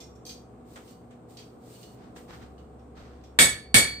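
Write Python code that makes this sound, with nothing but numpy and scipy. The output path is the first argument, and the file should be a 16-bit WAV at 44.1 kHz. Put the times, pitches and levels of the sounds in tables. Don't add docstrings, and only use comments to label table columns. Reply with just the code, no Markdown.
import sys
import numpy as np
from scipy import signal
from scipy.fft import rfft, irfft
from scipy.io import wavfile
from scipy.ndimage import uniform_filter1d

SR = 44100
rng = np.random.default_rng(int(sys.argv[2]) if len(sys.argv) > 2 else 0)


def generate_wav(signal):
    frames = np.transpose(np.atleast_2d(signal))
    scaled = np.clip(frames, -1, 1) * 32767
    pcm = np.round(scaled).astype(np.int16)
    wavfile.write(sys.argv[1], SR, pcm)


N = 176400
T = np.arange(N) / SR

# frequency in Hz, left minus right in dB.
BALANCE = [(60, -2), (130, 1.5), (260, -0.9), (600, 1), (2200, 0), (4500, -2.5), (6500, 0.5), (8800, -3.5),
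           (12000, 2)]
STRIKE_ATTACK_S = 0.00061


def hammer_blows():
    # start in seconds, then the levels of clang, ring and thud in dB.
    blows = [(3.3884, -11, -26, -26), (3.7426, -11, -26.5, -23)]
    # frequency in Hz, relative level
    # in dB for the first blow and for the second, t60 in seconds, flutter from 0 to 1.
    anvil = [(1738, -5.5, -4.5, .4, .35), (1885, -8, -6, .38, .5), (2237, 2.5, 2, .31, .1),
             (2275, -14, -1, .58, .02), (3360, -7, -5, .28, .8), (3456, -6, -8, .33, .8),
             (3772, -7, -14, .28, .6), (4467.5, -16, -2, .85, .02), (4475, -5, -16, .33, .5),
             (4737, -14, -13, .42, .5), (5140, -7, -11, .25, .9), (5992, -13, -11, .27, .7),
             (6505, -9, -13, .3, .5), (7030, -13, -7, .31, .6), (7728, -2, -2, .25, .5),
             (7786, 1, -3, .25, .5), (8030, -11, -8, .27, .7), (8800, -2, -3, .24, .8),
             (8936, 0, 2, .31, .4), (9140, 0, 1, .25, .7), (11793, -5, -5, .3, .3)]
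    out = 0
    for blow, (start, clang_db, ring_db, thud_db) in enumerate(blows):
        modes = [(hz, levels[blow], t60, flutter) for hz, *levels, t60, flutter in anvil]
        body = resonances(modes)
        crack = noise(hump(2380, octaves=0.97) * body)
        crack *= from_db(2.5) * envelope(start, attack=0.00096, t60=0.098, hold=0.0037)
        out += from_db(clang_db) * (clang(start, body) + crack)
        out += from_db(ring_db) * ring(start, modes, STRIKE_ATTACK_S, hold=0.033)
        out += from_db(thud_db) * stump_thud(start)
    return out


def clang(start, body):
    # frequency in Hz, relative level in dB.
    spectrum = [(50, -8.5), (130, 2.5), (330, -2), (650, -0.5), (1000, -6), (1500, -2), (2000, -2),
                (2700, -5), (3600, -0.5), (4900, -4), (5700, -5.5), (7000, -1.5), (8300, -2), (8750, 1),
                (9120, 2), (9450, 3.5), (10500, -43), (11200, 10.5), (11800, -6), (12350, -17), (13300, -1),
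                (14200, -18), (16000, -45)]
    # band centre in Hz, t60 in seconds.
    decays = [(100, 0.51), (300, 0.34), (700, 0.31), (1800, 0.37), (4800, 0.3), (9000, 0.26), (13000, 0.19)]
    centres, t60s = np.transpose(decays)
    wash = rfft(noise(from_db(at_hz(spectrum, bins())) * body))
    out = 0
    for share, t60 in zip(np.eye(len(decays)), t60s):
        band = at_hz(np.column_stack([centres, share]), bins())
        out += irfft(wash * band, N) * envelope(start, STRIKE_ATTACK_S, t60, hold=0.029)
    return out


def stump_thud(start):
    # mode frequency in Hz, relative level in dB.
    stump = [(70, -8.5), (122, -2.5), (165, -1), (240, -3)]
    t60_s, flutter = 0.18, 0.3
    return ring(start, [(hz, db, t60_s, flutter) for hz, db in stump], attack=0.0019)[0]


def clinks():
    # start in seconds, chink level in dB, brightest frequency in Hz, ring level in dB, tool.
    touches = [(.002, -47, 4700, -54.5, "tongs"), (0.152, -66.5, 6100, -70, "tongs"),
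               (0.251, -47, 5900, -69, "bar"), (.263, -43.5, 6500, -52, "bar"),
               (0.291, -40.5, 4630, -61.5, "bar"), (.875, -61, 3300, -67, "hammer"),
               (0.879, -68, 5500, -72, "tongs"), (0.924, -70, 4600, -74, "bar"),
               (1.369, -48, 3870, -77, "bar"), (1.388, -49.5, 3250, -75, "bar"),
               (1.746, -61, 4200, -66, "hammer"), (1.828, -52, 4150, -61, "hammer"),
               (2.579, -62, 3120, -78.5, "hammer"), (2.791, -70, 3000, -78, "tongs"),
               (3.236, -58.5, 3600, -70, "tongs")]
    steel = {"tongs": [(2090, -8), (2435, -7), (3480, -5), (5496, 1), (5980, -4), (6370, -9), (7240, -2),
             (9620, -4)], "bar": [(2435, -7), (3250, -5), (3900, -7), (4420, -3), (4560, -4), (4730, -1),
             (5490, -3), (6245, -3), (6346, -5), (9620, 4)], "hammer": [(2050, -11), (2900, 0), (4400, -1),
             (6298, -5)]}
    t60_s, flutter = 0.33, 0.45
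    rolloff_db_per_oct = 4.5
    out = 0
    for start, chink_db, bright_hz, ring_db, tool in touches:
        chink = noise(hump(bright_hz, octaves=0.9) * resonances(steel[tool]))
        out += from_db(chink_db) * chink * envelope(start, attack=0.0016, t60=0.3)
        modes = [(hz, db - rolloff_db_per_oct * abs(np.log2(hz / bright_hz)), t60_s, flutter)
                 for hz, db in steel[tool]]
        out += from_db(ring_db) * ring(start, modes, attack=0.006)
    return out


def knocks():
    # start in seconds, level in dB.
    hits = [(0.758, -45), (1.107, -58), (2.161, -48)]
    # frequency in Hz, relative level in dB.
    spectrum = [(100, -17), (600, 0), (1800, -3.5), (3300, -8.5), (5000, -15), (8000, -12), (15000, -31)]
    bursts = sum(from_db(db) * envelope(start, attack=0.0007, t60=0.27) for start, db in hits)
    return coloured(spectrum) * bursts


def palm_wipes():
    # start in seconds, rise in seconds, t60 in seconds, level in dB.
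    strokes = [(.64, 0.097, 0.97, -55.5), (.83, 0.085, 0.17, -56), (1.278, 0.033, 1, -56),
               (1.6, .15, 0.6, -51), (1.78, 0.039, 0.42, -58), (1.88, 0.06, 0.15, -63.5),
               (2.15, 0.019, 0.48, -52.5), (2.27, 0.077, .7, -60)]
    # frequency in Hz, relative level in dB.
    spectrum = [(800, -14), (2000, -4), (4500, 0.5), (6200, -3), (8300, 3), (11000, 4), (13500, -8.5),
                (15500, 2.5)]
    return rubbing(strokes, spectrum, grit_db=1.0)


def shoe_scuffs():
    # start in seconds, rise in seconds, t60 in seconds, level in dB.
    strokes = [(1.92, 0.13, 0.43, -55), (2.275, 0.032, 0.22, -44), (2.32, 0.018, 0.35, -48),
               (2.39, 0.044, 0.26, -50.5), (2.948, 0.032, 1, -48.5)]
    # frequency in Hz, relative level in dB.
    spectrum = [(150, 12), (600, -0.5), (1300, 2.5), (2500, -7), (4500, -9), (8000, -18.5), (15000, -29)]
    return rubbing(strokes, spectrum, grit_db=1.5)


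def room_tone():
    # frequency in Hz, relative level in dB.
    rumble_spectrum = [(15, -54.5), (25, -12.5), (121, -3.5), (186, -0.5), (243, -1), (383, -3), (488, -4),
                       (543, -9.5), (749, -7), (856, -14.5), (1150, -14.5), (1810, -28.5), (5880, -43.5),
                       (8550, -34), (10000, -41), (12800, -49.5), (15000, -45)]
    # time in seconds, level in dB.
    rumble_ride = [(0, -50.5), (1.5, -51.5), (2.2, -49.5), (2.9, -51), (4, -52)]
    # frequency in Hz, level in dB.
    hum_tones = [(120, -59.5), (241, -59), (426, -64.5), (490, -63), (753, -68)]
    # time in seconds, level in dB.
    drone_ride = [(0, -55.5), (1.2, -67), (2.1, -61.5), (2.6, -52.5), (3.3, -50), (4, -44.5)]
    tones = sum(from_db(db) * hum(hz) for hz, db in hum_tones)
    drone = level_curve(drone_ride) * hum(hz=66.8)
    rumble = level_curve(rumble_ride) * coloured(rumble_spectrum)
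    return rumble + tones + drone


def hum(hz):
    waver_hz, depth = 5, 0.26
    waver = irfft(rfft(rng.standard_normal((2, N))) / (1 + (bins() / waver_hz) ** 2), N)
    swell, drift = depth * rms_one(waver)
    phase = 2 * np.pi * (hz * T + rng.random())
    return rms_one((1 + swell) * np.sin(phase) + drift * np.cos(phase))


def ring(start, modes, attack, hold=0):
    flutter_hz = 45
    first = max(int(start * SR), 0)
    age = T[:min(N - first, SR * 3 // 4)]
    span = slice(first, first + len(age))
    out = np.zeros((2, N))
    for hz, db, t60, flutter in modes:
        phase, ear_gap = rng.uniform(-np.pi, np.pi, 2)
        knots = rng.standard_normal((2, 64)) + 1j * rng.standard_normal((2, 64))
        reflections = np.array([np.interp(age * flutter_hz, np.arange(64), ear) for ear in knots])
        waver = 1 - flutter + flutter * reflections
        angle = 2 * np.pi * hz * age + phase + np.array([[0], [ear_gap / 2]])
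        fall = envelope(start, attack, t60, hold)[span]
        tone = fall * np.real(waver * np.exp(1j * angle))
        lean_db = at_hz(BALANCE, hz) / 2 * np.array([[1], [-1]])
        out[:, span] += from_db(db + lean_db) * rms_one(tone) * np.sqrt(np.mean(fall ** 2))
    return out


def resonances(modes, width_hz=130, peak_db=12):
    hz = bins()
    peaks = (from_db(peak_db + db) / (1 + (2 * (hz - centre) / width_hz) ** 2)
             for centre, db, *_ in modes)
    return np.sqrt(1 + sum(peak ** 2 for peak in peaks))


def rubbing(strokes, spectrum, grit_db):
    roughness = rms_one(uniform_filter1d(rng.standard_normal(N), size=70))
    grit = rms_one(from_db(grit_db * roughness))
    swells = sum(from_db(db) * envelope(start, rise, t60) for start, rise, t60, db in strokes)
    return coloured(spectrum) * grit * swells


def noise(gain):
    # frequency in Hz, correlation between left and right.
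    likeness = [(60, 0.91), (250, 0.88), (500, 0.53), (1000, 0.031), (2200, 0.097), (4500, -0.051),
                (15000, -0.023)]
    mid, side = rng.standard_normal((2, len(gain), 2)).view(complex)[..., 0]
    alike = at_hz(likeness, bins())
    pair = np.sqrt(1 + alike) * mid + np.array([[1], [-1]]) * np.sqrt(1 - alike) * side
    lean = from_db(at_hz(BALANCE, bins()) / 2)
    return rms_one(irfft(pair * gain * np.array([lean, 1 / lean]), N))


def coloured(spectrum):
    return noise(from_db(at_hz(spectrum, bins())))


def envelope(start, attack, t60, hold=0):
    out = np.zeros(N)
    span = (T >= start) & (T < start + 1)
    age = T[span] - start
    rise = np.minimum(age / attack, 1)
    out[span] = rise * from_db(-60 * np.maximum(age - attack - hold, 0) / t60)
    return out


def hump(centre_hz, octaves):
    return 1 / (1 + (np.log2((bins() + 1) / centre_hz) / octaves) ** 2)


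def level_curve(points):
    return from_db(np.interp(T, *np.transpose(points)))


def at_hz(points, hz):
    freqs, values = np.transpose(points)
    return np.interp(np.log(hz + 0.00086), np.log(freqs), values)


def bins():
    return np.arange(N // 2 + 1) * SR / N


def from_db(db):
    return 10 ** (np.asarray(db) / 20)


def rms_one(x):
    return x / np.sqrt(np.mean(x ** 2) + 1e-20)


def scene():
    handling = clinks() + knocks() + palm_wipes() + shoe_scuffs()
    return room_tone() + handling + hammer_blows()


def record(dry):
    notch_hz, notch_oct, notch_db = 10394, 0.18, -15
    limit_db, release_db_per_s = -10, 211.5
    notch = from_db(notch_db * np.exp(-(np.log2((bins() + 1) / notch_hz) / notch_oct) ** 4))
    x = irfft(rfft(dry) * notch, N)
    x = signal.sosfilt(signal.butter(2, 40, "highpass", fs=SR, output="sos"), x)
    power = uniform_filter1d(np.mean(x ** 2, axis=0), size=130)
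    over_db = np.maximum(10 * np.log10(np.abs(power) + 1e-12) - limit_db, 0)
    release = release_db_per_s * T
    cut_db = np.maximum.accumulate(over_db + release) - release
    x = np.clip(x * from_db(-uniform_filter1d(cut_db, size=60)), -1, 1)
    return signal.sosfilt(signal.cheby2(12, 60, 16200, fs=SR, output="sos"), x)


dry = scene()
out = record(dry)
generate_wav(out)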